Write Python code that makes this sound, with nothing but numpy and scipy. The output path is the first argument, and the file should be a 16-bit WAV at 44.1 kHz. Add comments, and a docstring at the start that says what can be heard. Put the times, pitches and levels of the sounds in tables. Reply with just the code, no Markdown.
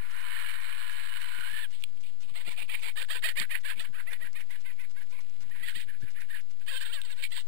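"""A long hiss tightens into a squeal, then runs of cackles break out among wing beats and sharp snaps.
Vultures squabble over a carcass on an open hillside, in front of a trail camera.
Breath noise and unsteady harmonics pass through throat, chest and beak filters to make the voices;
wings and ground are filtered noise, and snaps are short ringing tones with splintering noise.
The microphone feeds the right channel; the idle left one carries only the camera's electronics."""
import sys
import numpy as np
from scipy import signal
from scipy.fft import rfft, irfft, next_fast_len
from scipy.io import wavfile

SR = 44100
rng = np.random.default_rng(int(sys.argv[2]) if len(sys.argv) > 2 else 0)


def dump(signal):
    """Clip the signal to [-1, 1] and save it as 16-bit WAV at the path in sys.argv[1]."""
    limited = np.clip(np.atleast_2d(signal).T, -1, 1)
    pcm = np.round(limited * 32767).astype(np.int16)
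    wavfile.write(sys.argv[1], SR, pcm)


N = 329427  # samples, about 7.5 s
TIME = np.arange(N) / SR  # seconds

# colour of the open beak, and of rustling feathers: [f/Hz, relative level/dB]
BEAK_COLOUR = [(2100, -24.5), (2700, 2), (3100, 8.5), (3380, 6), (3650, 6.5), (3950, 1.5), (4500, 3.5),
               (5000, -2), (5700, -14.5)]


def gain_of(db):
    """Turns decibels into an amplitude factor."""
    return 10 ** (np.asarray(db) / 20)


def evened(x):
    """Scales a sound to an average strength (rms) of 1."""
    return x / np.sqrt(np.mean(x ** 2) + 1e-20)


def add(mix, s, sound):
    """Mixes a sound in, starting at s seconds."""
    part = mix[max(round(s * SR), 0):][:len(sound)]
    part += sound[:len(part)]


def shaped(x, colour, hz=None, width=300, skirt=0.22):
    """Filters by a colour and, if hz is given, one resonance standing on a flat skirt; rms 1."""
    size = next_fast_len(len(x) + 1024)
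    f = np.fft.rfftfreq(size, 1 / SR)
    at, db = np.transpose(colour)
    gain = gain_of(np.interp(np.log(f + 1), np.log(at), db))
    gain = gain / (1 + (f / at[-1] / 0.93) ** 8)  # fade above the last point
    gain = gain * f / (f + at[0] / 2)  # fade below the first point
    if hz is not None:
        gain = gain * (skirt + 1 / (1 + 2j * (f - hz) / width))
    return evened(irfft(rfft(x, size) * gain, size)[:len(x)])


def wobble(count, rate_hz):
    """Random drift: noise that keeps only changes slower than about rate_hz; rms 1."""
    size = next_fast_len(count + 8192)
    f = np.fft.rfftfreq(size, 1 / SR)
    slow = rfft(rng.standard_normal(size)) / (1 + (f / rate_hz) ** 4)
    return evened(irfft(slow, size))[:count]


def writes():
    """1 while the camera stores full buffers after a clock tick; two on one tick take twice as long."""
    # buffers filled at a steady pace: [first full t/s, filling time/s]
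    buffers = [(0.15, 0.8 / 3), (0.246, 0.328)]
    clock_s, delay_s, write_s = 0.1, 0.0045, 0.0145
    # each filling time is rounded down to a clock tick
    full = [np.arange(first, N / SR, period) // clock_s for first, period in buffers]
    ticks = np.concatenate(full).astype(int)
    tick = (TIME // clock_s).astype(int)
    queued = np.bincount(ticks, minlength=tick[-1] + 1)[tick]
    since = TIME % clock_s - delay_s
    return (since > 0) * (since < queued * write_s)


def electronics(buzz_hz=708, frame_hz=30, crackle_db=-56, tick_db=-72, floor_db=-73, hum_db=-71,
                whine_db=-80):
    """Bursts of spiky buzz, a tick for every picture, and a thin floor of hiss, hum and whine."""
    # colour of crackle and ticks: [f/Hz, relative level/dB]
    crackle_colour = [(450, -59), (800, 10.5), (1400, 8.5), (5600, 8.5), (7500, 5.5), (10000, -4),
                      (12000, -80), (14500, 10), (16000, -38)]
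    spikes = np.diff(np.floor(TIME * buzz_hz), prepend=0) * (1 + .5 * rng.standard_normal(N))
    grit = rng.standard_normal(N) * gain_of(3 * wobble(N, 1600))
    crackle = writes() * shaped(evened(spikes) + 0.69 * evened(grit), crackle_colour)

    since_frame = (TIME + .002) % (1 / frame_hz)
    tick_noise = grit * np.exp(-since_frame / 0.001) * gain_of(4 * wobble(N, 23.5))
    ticks = shaped(tick_noise, crackle_colour)

    floor_colour = [(60, 13.0), (500, 2.0), (2000, 10.5), (5000, 9.5), (9000, -2.5), (12000, -23)]
    floor = shaped(rng.standard_normal(N), floor_colour)
    hum = np.sin(2 * np.pi * 90 * TIME) + 0.75 * wobble(N, 130)
    high_tones = np.sin(2 * np.pi * 5185 * TIME) + 0.85 * np.sin(2 * np.pi * 6815 * TIME)
    high_tones = high_tones * (1 + .5 * wobble(N, 12))

    out = gain_of(crackle_db) * crackle + gain_of(tick_db) * ticks + gain_of(floor_db) * floor
    return out + gain_of(hum_db) * hum + gain_of(whine_db) * high_tones


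def ground(air_db=-62, scuffle_db=-66, grain_db=5):
    """Quiet open air, and feet and feathers scuffling in dry grass: two coloured, uneven noises."""
    # colour of the open air: [f/Hz, relative level/dB]
    air_colour = [(30, 5), (90, 0.5), (250, -2), (600, -8.5), (1100, -10.5), (2000, -15), (3500, -8),
                  (5000, -6), (5800, -10)]
    air = shaped(rng.standard_normal(N), air_colour) * gain_of(wobble(N, 1.3))
    bustle_db = 3.5 * wobble(N, 3)
    grains = rng.standard_normal(N) * gain_of(grain_db * wobble(N, 270) + bustle_db)
    scuffle = shaped(grains, [(800, -23), (2200, -5.0), (3800, -10.5), (5500, -21)])
    return gain_of(air_db) * air + gain_of(scuffle_db) * scuffle


def hillside(x, t60=0.21, wet_db=-22):
    """Faint, short scatter from ground and bushes: sparse random echoes that fade 60 dB in t60 s."""
    t = np.arange(SR // 2) / SR
    sparse = (rng.random(len(t)) < .05) * (t > .004)
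    taps = rng.standard_normal(len(t)) * sparse * gain_of(-60 * t / t60)
    return x + gain_of(wet_db) * signal.fftconvolve(x, taps / np.linalg.norm(taps))[:N]


def case(x, direct_db=-1.5):
    """The plastic camera case in front of the microphone adds a few narrow, ringing peaks."""
    # resonances of the case: [f/Hz, width/Hz, gain relative to the direct sound/dB]
    resonances = [(680, 58, -5), (1008, 42, -1), (1910, 310, -12.5), (2294, 79, -10), (2910, 54, -8.5),
                  (3710, 73, -5), (4210, 114, -5.5)]
    rings = sum(gain_of(db) * signal.lfilter(*signal.iirpeak(hz, hz / width, SR), x)
                for hz, width, db in resonances)
    return gain_of(direct_db) * (x + rings)


def wings():
    """Wing beats and footfalls push soft lumps of air, low noise; feathers rustle along with them."""
    # beats: [t at the peak/s, half length (fall to 37 %)/s, level/dB, f where the treble starts to fall/Hz]
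    beats = [(1.395, 0.016, -52, 278), (1.529, 0.016, -52, 167), (1.993, .1, -62.5, 240),
             (2.26, 0.053, -62.5, 216), (2.327, 0.012, -49, 163), (2.485, 0.0098, -43, 394),
             (2.635, 0.011, -52.5, 410), (3.413, 0.028, -46, 370), (3.785, 0.028, -51, 240),
             (3.903, 0.023, -49.5, 169), (4.246, .022, -53.5, 194), (5.457, 0.084, -52.5, 158),
             (5.628, .07, -54.5, 151), (5.775, 0.015, -44.5, 169), (5.873, 0.027, -51, 130),
             (6.022, 0.059, -53.5, 130), (6.04, 0.015, -38.5, 130), (6.218, 0.043, -57.5, 120)]
    out, effort = np.zeros(N), np.zeros(N)
    for s, half, db, top_hz in beats:
        t = np.arange(-2 * half, 2 * half, 1 / SR)
        swell = gain_of(db) * np.exp(-(t / half) ** 2)
        colour = [(top_hz / 7, -3), (top_hz / 2.3, 0), (top_hz, -4), (top_hz * 2.55, -20), (top_hz * 5, -33)]
        add(out, s - 2 * half, swell * shaped(rng.standard_normal(len(t)), colour))
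        add(effort, s - 2 * half, swell)
    feathers = shaped(rng.standard_normal(N) * gain_of(2.2 * wobble(N, 400)), BEAK_COLOUR)
    return out + gain_of(-28.0) * effort * feathers


def snap(db, ring_hz, t60, grit=1.0):
    """A dry crack of beak or bone: a cluster of short ringing tones and a little splintering noise."""
    # tones of a snap: [factor on ring_hz, relative level/dB]
    modes = [(.74, 4.5), (.86, 4), (1.03, 8), (1.19, -8.5), (1.38, -9)]
    t = np.arange(int(t60 * SR) + 200) / SR
    ring = sum((-1) ** k * gain_of(mode_db) * np.sin(2 * np.pi * factor * ring_hz * t)
               for k, (factor, mode_db) in enumerate(modes))
    splinter_colour = [(600, -25), (1500, -13), (2400, -16), (4300, 2), (5100, -6)]
    splinters = shaped(rng.standard_normal(len(t)), splinter_colour)
    onset = 1 - np.exp(-t / 0.00064)
    return (ring + grit * splinters) * gain_of(db - 60 * t / t60) * onset


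def whistle(hz, width_hz):
    """Breath caught in a narrow resonance that follows a pitch curve; rms 1."""
    phase = 2 * np.pi * np.cumsum(hz) / SR
    return wobble(N, width_hz / 2) * np.cos(phase) + wobble(N, width_hz / 2) * np.sin(phase)


def hiss(flutter_db=1.88, throat_db=-7, beak_hz=2970, beak_ring_db=-8):
    """A long, rattling hiss: breath noise with drifting resonances; it gives way to the squeal."""
    # course of the hiss: [t/s, relative level/dB, relative beak level/dB, throat f/Hz]
    course = [(0.0, -52, -8, 1650), (0.36, -40.5, -5, 1770), (0.55, -44.5, -3.5, 1776),
              (0.6, -49, -7.5, 1750), (0.623, -44.5, -4, 1733), (1.052, -47, -1, 1660),
              (1.461, -45, -2, 1548), (1.535, -50.5, 2.5, 1766), (1.655, -42.5, 3.5, 1680)]
    # colour of its breath: [f/Hz, relative level/dB]
    colour = [(300, -22), (650, -19.5), (860, -14.5), (1030, -5), (1220, -7), (1500, 1.5), (1820, 1),
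              (2020, -5.5), (2200, -1), (2780, -11.5), (2960, -6.5), (3350, -15.5), (4250, -15),
              (5400, -28)]
    # narrow resonances that wander inside it: [f/Hz, drift/Hz, width/Hz, relative level/dB]
    wandering = [(2270, 90, 140, -12), (4300, 60, 86, -22)]
    s, *columns = np.transpose(course)
    db, beak_db, throat_hz = (np.interp(TIME, s, c) for c in columns)

    breath = shaped(rng.standard_normal(N), colour)
    high_pass = signal.butter(4, 2750, "high", fs=SR, output="sos")
    bright = signal.sosfiltfilt(high_pass, breath)
    strain = np.interp(TIME, [.2, .42], [.2, 1])  # resonances grow stronger as the hiss gathers force
    throat_ring = whistle(throat_hz + 40 * wobble(N, 14.03), 120)
    throat = evened(breath - bright) + strain * gain_of(throat_db) * throat_ring
    beak_ring = whistle(beak_hz + 45 * wobble(N, 6.16), 110)
    beak = evened(bright) + strain * gain_of(beak_ring_db) * beak_ring
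    rings = sum(gain_of(ring_db) * whistle(hz + drift * wobble(N, 7), width)
                for hz, drift, width, ring_db in wandering)

    level = gain_of(db + 3.0 + flutter_db * wobble(N, 160))
    out = (throat + beak * gain_of(beak_db - 0.5) + strain * rings) * level
    return out * np.interp(TIME, [1.58, 1.67], [1, 0])


def squeal(waver_hz=38):
    """A wavering whistle; overtones and half tones grow as the throat tightens, then it drops and stops."""
    # course of the squeal: [t/s, f/Hz, level/dB]
    course = [(1.3, 1459, -48), (1.44, 1482, -38.5), (1.52, 1724, -40), (1.58, 1767, -37),
              (1.631, 1760, -39.5), (1.655, 1594, -37), (1.672, 1450, -65)]
    s, hz, db = np.transpose(course)
    phase = 2 * np.pi * np.cumsum(np.interp(TIME, s, hz) + waver_hz * wobble(N, 180)) / SR
    strain = np.interp(TIME, [1.6, 1.655], [.2, 1])
    extra = np.sin(2 * phase) + 0.45 * np.sin(3 * phase / 2) + 0.09 * np.sin(phase / 2)
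    tone = np.sin(phase) + strain * extra
    level = gain_of(np.interp(TIME, s, db, left=-200, right=-200))
    return tone * (0.94 + 0.47 * wobble(N, 110)) * level


def tract(drive, throat_hz, chest_db, beak_db, width):
    """A bird's airway: a throat resonance, a low chest part and the bright open beak."""
    # colours of chest and throat: [f/Hz, relative level/dB]
    chest_colour = [(250, -4), (450, -1), (630, -12), (800, 2.5), (1030, 2), (1250, -2.5), (1600, -4)]
    throat_colour = [(900, -62), (1250, -12), (1550, 2), (1900, 0.5), (2100, 0), (2300, 4), (2650, 3),
                     (3100, -10), (4000, -61)]
    throat = shaped(drive, throat_colour, throat_hz, width, skirt=0.18)
    chest = gain_of(chest_db) * shaped(drive, chest_colour)
    return throat + chest + gain_of(beak_db) * shaped(drive, BEAK_COLOUR)


def folds(hz, shimmer_db, count=10):
    """The voice's harmonics on a pitch curve, each swelling and sinking by itself; rms 1."""
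    turns = np.cumsum(hz) / SR
    sizes = gain_of(shimmer_db * wobble(count * len(hz), 36)).reshape(count, -1)
    return evened(sum(np.cos(2 * np.pi * (k * turns + rng.random())) * size * k ** -.45
                      for k, size in enumerate(sizes, 1)))


def whine(throat_hz=1620, chest_db=-13, jitter=0.0156, breath=0.85):
    """One drawn-out, hoarse voice, harmonics plus breath, bends up and down among the last cackles."""
    # course of the whine: [t/s, f/Hz, relative level/dB, relative beak level/dB]
    course = [(6.705, 562, -42, 1), (6.745, 512, -41, -0.5), (6.776, 526.8, -41.5, 5.5),
              (6.798, 463.7, -55.5, 8), (6.836, 533, -47, -9), (6.875, 408.4, -49.5, 7.5),
              (6.915, 493.6, -49, -0.5), (6.942, 680, -41, 8), (6.974, 565, -43, -4),
              (6.997, 538, -41, -10), (7.025, 539, -65, -14), (7.053, 500, -50.5, 10),
              (7.084, 399.6, -53.5, -2.5), (7.1, 565, -46.5, -2), (7.122, 536, -43, 0),
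              (7.152, 446, -60.5, 0), (7.192, 557, -45, -1), (7.226, 480, -47, 2)]
    s, *columns = np.transpose(course)
    t = np.arange(s[0], s[-1], 1 / SR)
    hz, db, beak_db = (np.interp(t, s, c) for c in columns)
    buzz = folds(hz * (1 + jitter * wobble(len(t), 210)), shimmer_db=4.0)
    drive = buzz + breath * rng.standard_normal(len(t))
    drive = drive * signal.windows.tukey(len(t), .04)
    return s[0], gain_of(db) * tract(drive, throat_hz, chest_db, beak_db, width=590)


def yelp(s, length, first_hz, middle_hz, last_hz, db, throat_hz, chest_db, beak_db, lead=.009, crest=0.33,
         jitter=0.014):
    """Breath and unsteady harmonics start together; the harmonics dip, then swell and fade on an arch of pitch."""
    # hoarseness as the quarrel goes on: [t/s, relative breath strength]
    hoarseness = [(2.3, .42), (2.85, .45), (3.1, .3), (3.4, .19), (3.95, .26), (4.3, .15), (5.2, .12),
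                  (5.5, .26), (6.7, .26), (7.3, .24)]
    t = np.arange(-lead, length + lead, 1 / SR)
    count, u = len(t), t / length  # u runs from 0 to 1 through the yelp
    arch = np.polyfit([0, .5, 1], [first_hz, middle_hz, last_hz], 2)
    hz = np.polyval(arch, np.clip(u, 0, 1))
    turns = np.cumsum(hz * (1 + jitter * wobble(count, 220))) / SR

    shimmer = gain_of(2.8 * wobble(12 * count, 35)).reshape(-1, count)  # one row for each of 12 harmonics
    buzz = sum(np.cos(2 * np.pi * (k * turns + rng.random())) * size * k ** -.45
               for k, size in enumerate(shimmer, 1))
    swell_db = np.interp(u, [-.2, 0, .22, crest, .8, 1, 1.2], [-6, -12.5, 0.5, 7.5, 5.5, -2.5, -20])
    voiced = evened(buzz) * gain_of(swell_db)

    puffs = rng.standard_normal(count) * (1 + 0.66 * np.cos(2 * np.pi * turns))
    breath_db = np.interp(u, [-0.8, 1.16, 1.18, 2.0], [-3.5, 11.5, -2.5, 6.0])
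    breath = 2 * np.interp(s, *np.transpose(hoarseness)) * puffs * gain_of(breath_db)
    drive = (voiced + breath) * signal.windows.tukey(count, .2)
    return s - lead, gain_of(db - 3.5) * tract(drive, throat_hz, chest_db, beak_db, width=210)


def rasp(rise, fall, db, throat_hz, chest_db, beak_db, start_db=-11, end_db=-17, flutter_db=1.5,
         torn_hz=540, jitter=0.12, voice_db=-7):
    """Fluttering breath and a torn voice whose pitch jumps about, through the same airway."""
    t = np.arange(int((rise + fall + 0.0076) * SR)) / SR
    torn = folds(torn_hz * (1 + jitter * wobble(len(t), 114.4)), shimmer_db=7)
    drive = rng.standard_normal(len(t)) + gain_of(voice_db) * torn
    drive = drive * gain_of(flutter_db * wobble(len(t), 215))
    swell = gain_of(np.interp(t, [0, rise, rise + fall], [start_db, 0, end_db]))
    swell = swell * signal.windows.tukey(len(t), .16)
    return gain_of(db + 2) * swell * tract(drive, throat_hz, chest_db, beak_db, width=390)


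def manner(s, db):
    """The drifting voice at a moment and level: yelp length, chest dB, beak dB; effort thins the chest."""
    # drift through the quarrel: [t/s, yelp length/s, relative beak level/dB, chest level at usual effort/dB]
    drift = [(1.75, .036, 8.5, -23), (2.403, 0.038, -0.5, -11), (2.753, 0.028, -4, -15.5),
             (3.124, 0.037, 1.5, -9.5), (3.306, 0.04, -5, -16.5), (3.558, .032, -8, -17.5),
             (3.836, 0.033, -2.5, -14), (4.082, 0.037, -13, -16), (4.5, 0.041, -6.5, -17.5),
             (4.824, .05, -11, -21), (5.138, 0.054, -7, -10.5), (5.544, 0.03, -12, -21),
             (5.786, 0.037, 3, -27), (5.888, 0.032, -12.5, -25), (6.367, 0.035, -9, -23),
             (6.696, 0.039, 1, -18), (7.205, 0.026, -2, -33), (7.367, 0.027, 6, -16)]
    chest_lag, usual_db = 0.36, -40.5  # the chest loses chest_lag dB for each dB above usual_db
    at, *columns = np.transpose(drift)
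    length, beak_db, chest_db = (np.interp(s, at, c) for c in columns)
    return length, chest_db - chest_lag * (db - usual_db), beak_db


def cackles():
    """Each cackle is an arched yelp that breaks into a rasp; a few rasps come alone."""
    # cackles: [t at mid-yelp/s, pitch f/Hz, relative yelp level/dB, yelp throat f/Hz,
    #           relative rasp level/dB, time from mid-yelp to the rasp's peak/s]
    calls = [(2.364, 682, -42.5, 2170, -46, 0.046), (2.473, 690, -39.5, 2340, -42, 0.045),
             (2.585, 700, -38.5, 2503, -40.5, 0.04), (2.701, 642, -37, 2380, -33.5, 0.045),
             (2.839, 665, -36, 2260, -36.5, 0.045), (2.979, 612, -35.5, 1720, -35.5, 0.04),
             (3.111, 637.5, -33.5, 1740, -35.5, 0.048), (3.248, 627.5, -26, 1920, -29.5, 0.041),
             (3.380, 604, -28, 2000, -28.5, 0.04), (3.517, 611, -32, 1980, -31, .039),
             (3.657, 571, -35, 1820, -33, 0.048), (3.809, 649, -40, 1740, -44, 0.044),
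             (3.951, 624, -44.5, 1550, -42.5, 0.051), (4.080, 666, -39.5, 2000, -38.5, 0.051),
             (4.219, 626, -40.5, 1930, -42.5, 0.045), (4.364, 613, -41.5, 2100, -43.5, 0.042),
             (4.516, 544, -44.5, 1950, -47.5, 0.042), (4.667, 527, -44, 2100, -46.5, 0.04),
             (4.805, 511, -45.5, 2130, -49, 0.038), (4.977, 541, -48.5, 1840, -47.5, 0.037),
             (5.138, 528, -51, 2330, -52.5, .054), (5.517, 617, -47.5, 1920, -47.5, 0.046),
             (5.636, 660, -38, 1960, -36, 0.053), (5.76, 630, -39.5, 2000, -41.5, 0.048),
             (5.893, 586, -44, 1700, -51, 0.048), (6.029, 574, -50, 1580, -51.5, 0.053),
             (6.168, 593, -45.5, 1970, -44.5, .052), (6.309, 600, -41.5, 1780, -38.5, 0.057),
             (6.689, 639, -37.5, 1730, -41.5, 0.055), (6.818, 603, -37.5, 1620, -43, 0.044),
             (7.326, 671, -43, 1940, -42, 0.053)]
    # rasps with no yelp before them: [t/s, length/s, relative level/dB, throat f/Hz]
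    lone_rasps = [(1.71, 0.096, -57.5, 2070), (2.017, 0.14, -61, 2360), (2.214, 0.061, -56, 2650),
                  (2.271, 0.068, -56, 2550), (2.766, 0.073, -48, 2480), (3.754, 0.075, -46, 2420),
                  (5.413, 0.059, -58.5, 1640), (5.565, 0.099, -44.5, 1840), (6.601, 0.051, -57, 1470),
                  (7.22, .052, -32.5, 2250)]
    # the arch of pitch, as shares of the middle pitch; yelps above usual_hz end higher
    yelp_start, yelp_end, end_rise_per_hz, usual_hz = 0.68, 0.95, 0.00054, 613
    # a rasp starts just before the yelp ends, with a slacker throat
    overlap_s, fall_share, slack, rasp_beak_db = 0.003, 0.78, 0.95, -0.54
    lone_rise = 0.39  # share of a lone rasp's length spent swelling

    out = np.zeros(N)
    for s, hz, yelp_db, throat_hz, rasp_db, delay in calls:
        length, chest_db, beak_db = manner(s, yelp_db)
        first_hz = yelp_start * hz
        last_hz = hz * (yelp_end + end_rise_per_hz * (hz - usual_hz))
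        add(out, *yelp(s - length / 2, length, first_hz, hz, last_hz, yelp_db, throat_hz, chest_db, beak_db))
        start, peak = s + length / 2 - overlap_s, s + delay
        _, chest_db, beak_db = manner(peak, rasp_db)
        add(out, start, rasp(peak - start, fall_share * delay, rasp_db, slack * throat_hz, chest_db,
                             beak_db + rasp_beak_db))
    for s, length, db, throat_hz in lone_rasps:
        _, chest_db, beak_db = manner(s, db)
        rise, fall = lone_rise * length, (1 - lone_rise) * length
        add(out, s, rasp(rise, fall, db, throat_hz, chest_db, beak_db))
    return out


def scene():
    """The electronics alone on the left channel, the birds and their surroundings on the right."""
    # snaps of beak and bone: [t/s, relative level/dB, base ring f/Hz, time to fade by 60 dB/s]
    snaps = [(1.823, -41, 3340, 0.01), (1.8379, -26, 3230, 0.011), (1.972, -57, 3120, 0.035),
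             (2.036, -49.5, 3220, 0.022), (3.3988, -22, 4380, 0.012), (3.795, -37, 3410, 0.063),
             (4.132, -41, 3410, 0.042), (7.016, -33, 3560, 0.0097), (7.0237, -46, 3230, 0.01),
             (7.035, -48, 3150, 0.0176)]
    birds = hiss() + squeal() + cackles()
    add(birds, *whine())
    for s, *row in snaps:
        add(birds, s, snap(*row))
    return np.array([electronics(), case(hillside(birds) + wings() + ground())])


def record(dry, offset=.0592, converter_hz=12000, edge_hz=15700):
    """The converter holds each slow sample, mirroring sound into the treble; the idle input sits off zero."""
    slow = signal.resample(dry[1], round(N * converter_hz / SR))
    held = signal.resample(np.repeat(slow, 4), N)
    low_pass = signal.firwin(255, edge_hz, window=("kaiser", 9), fs=SR)
    return signal.oaconvolve(np.array([dry[0], held]), low_pass[None], "same") + [[offset], [0]]


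dry = scene()
out = record(dry)
dump(out)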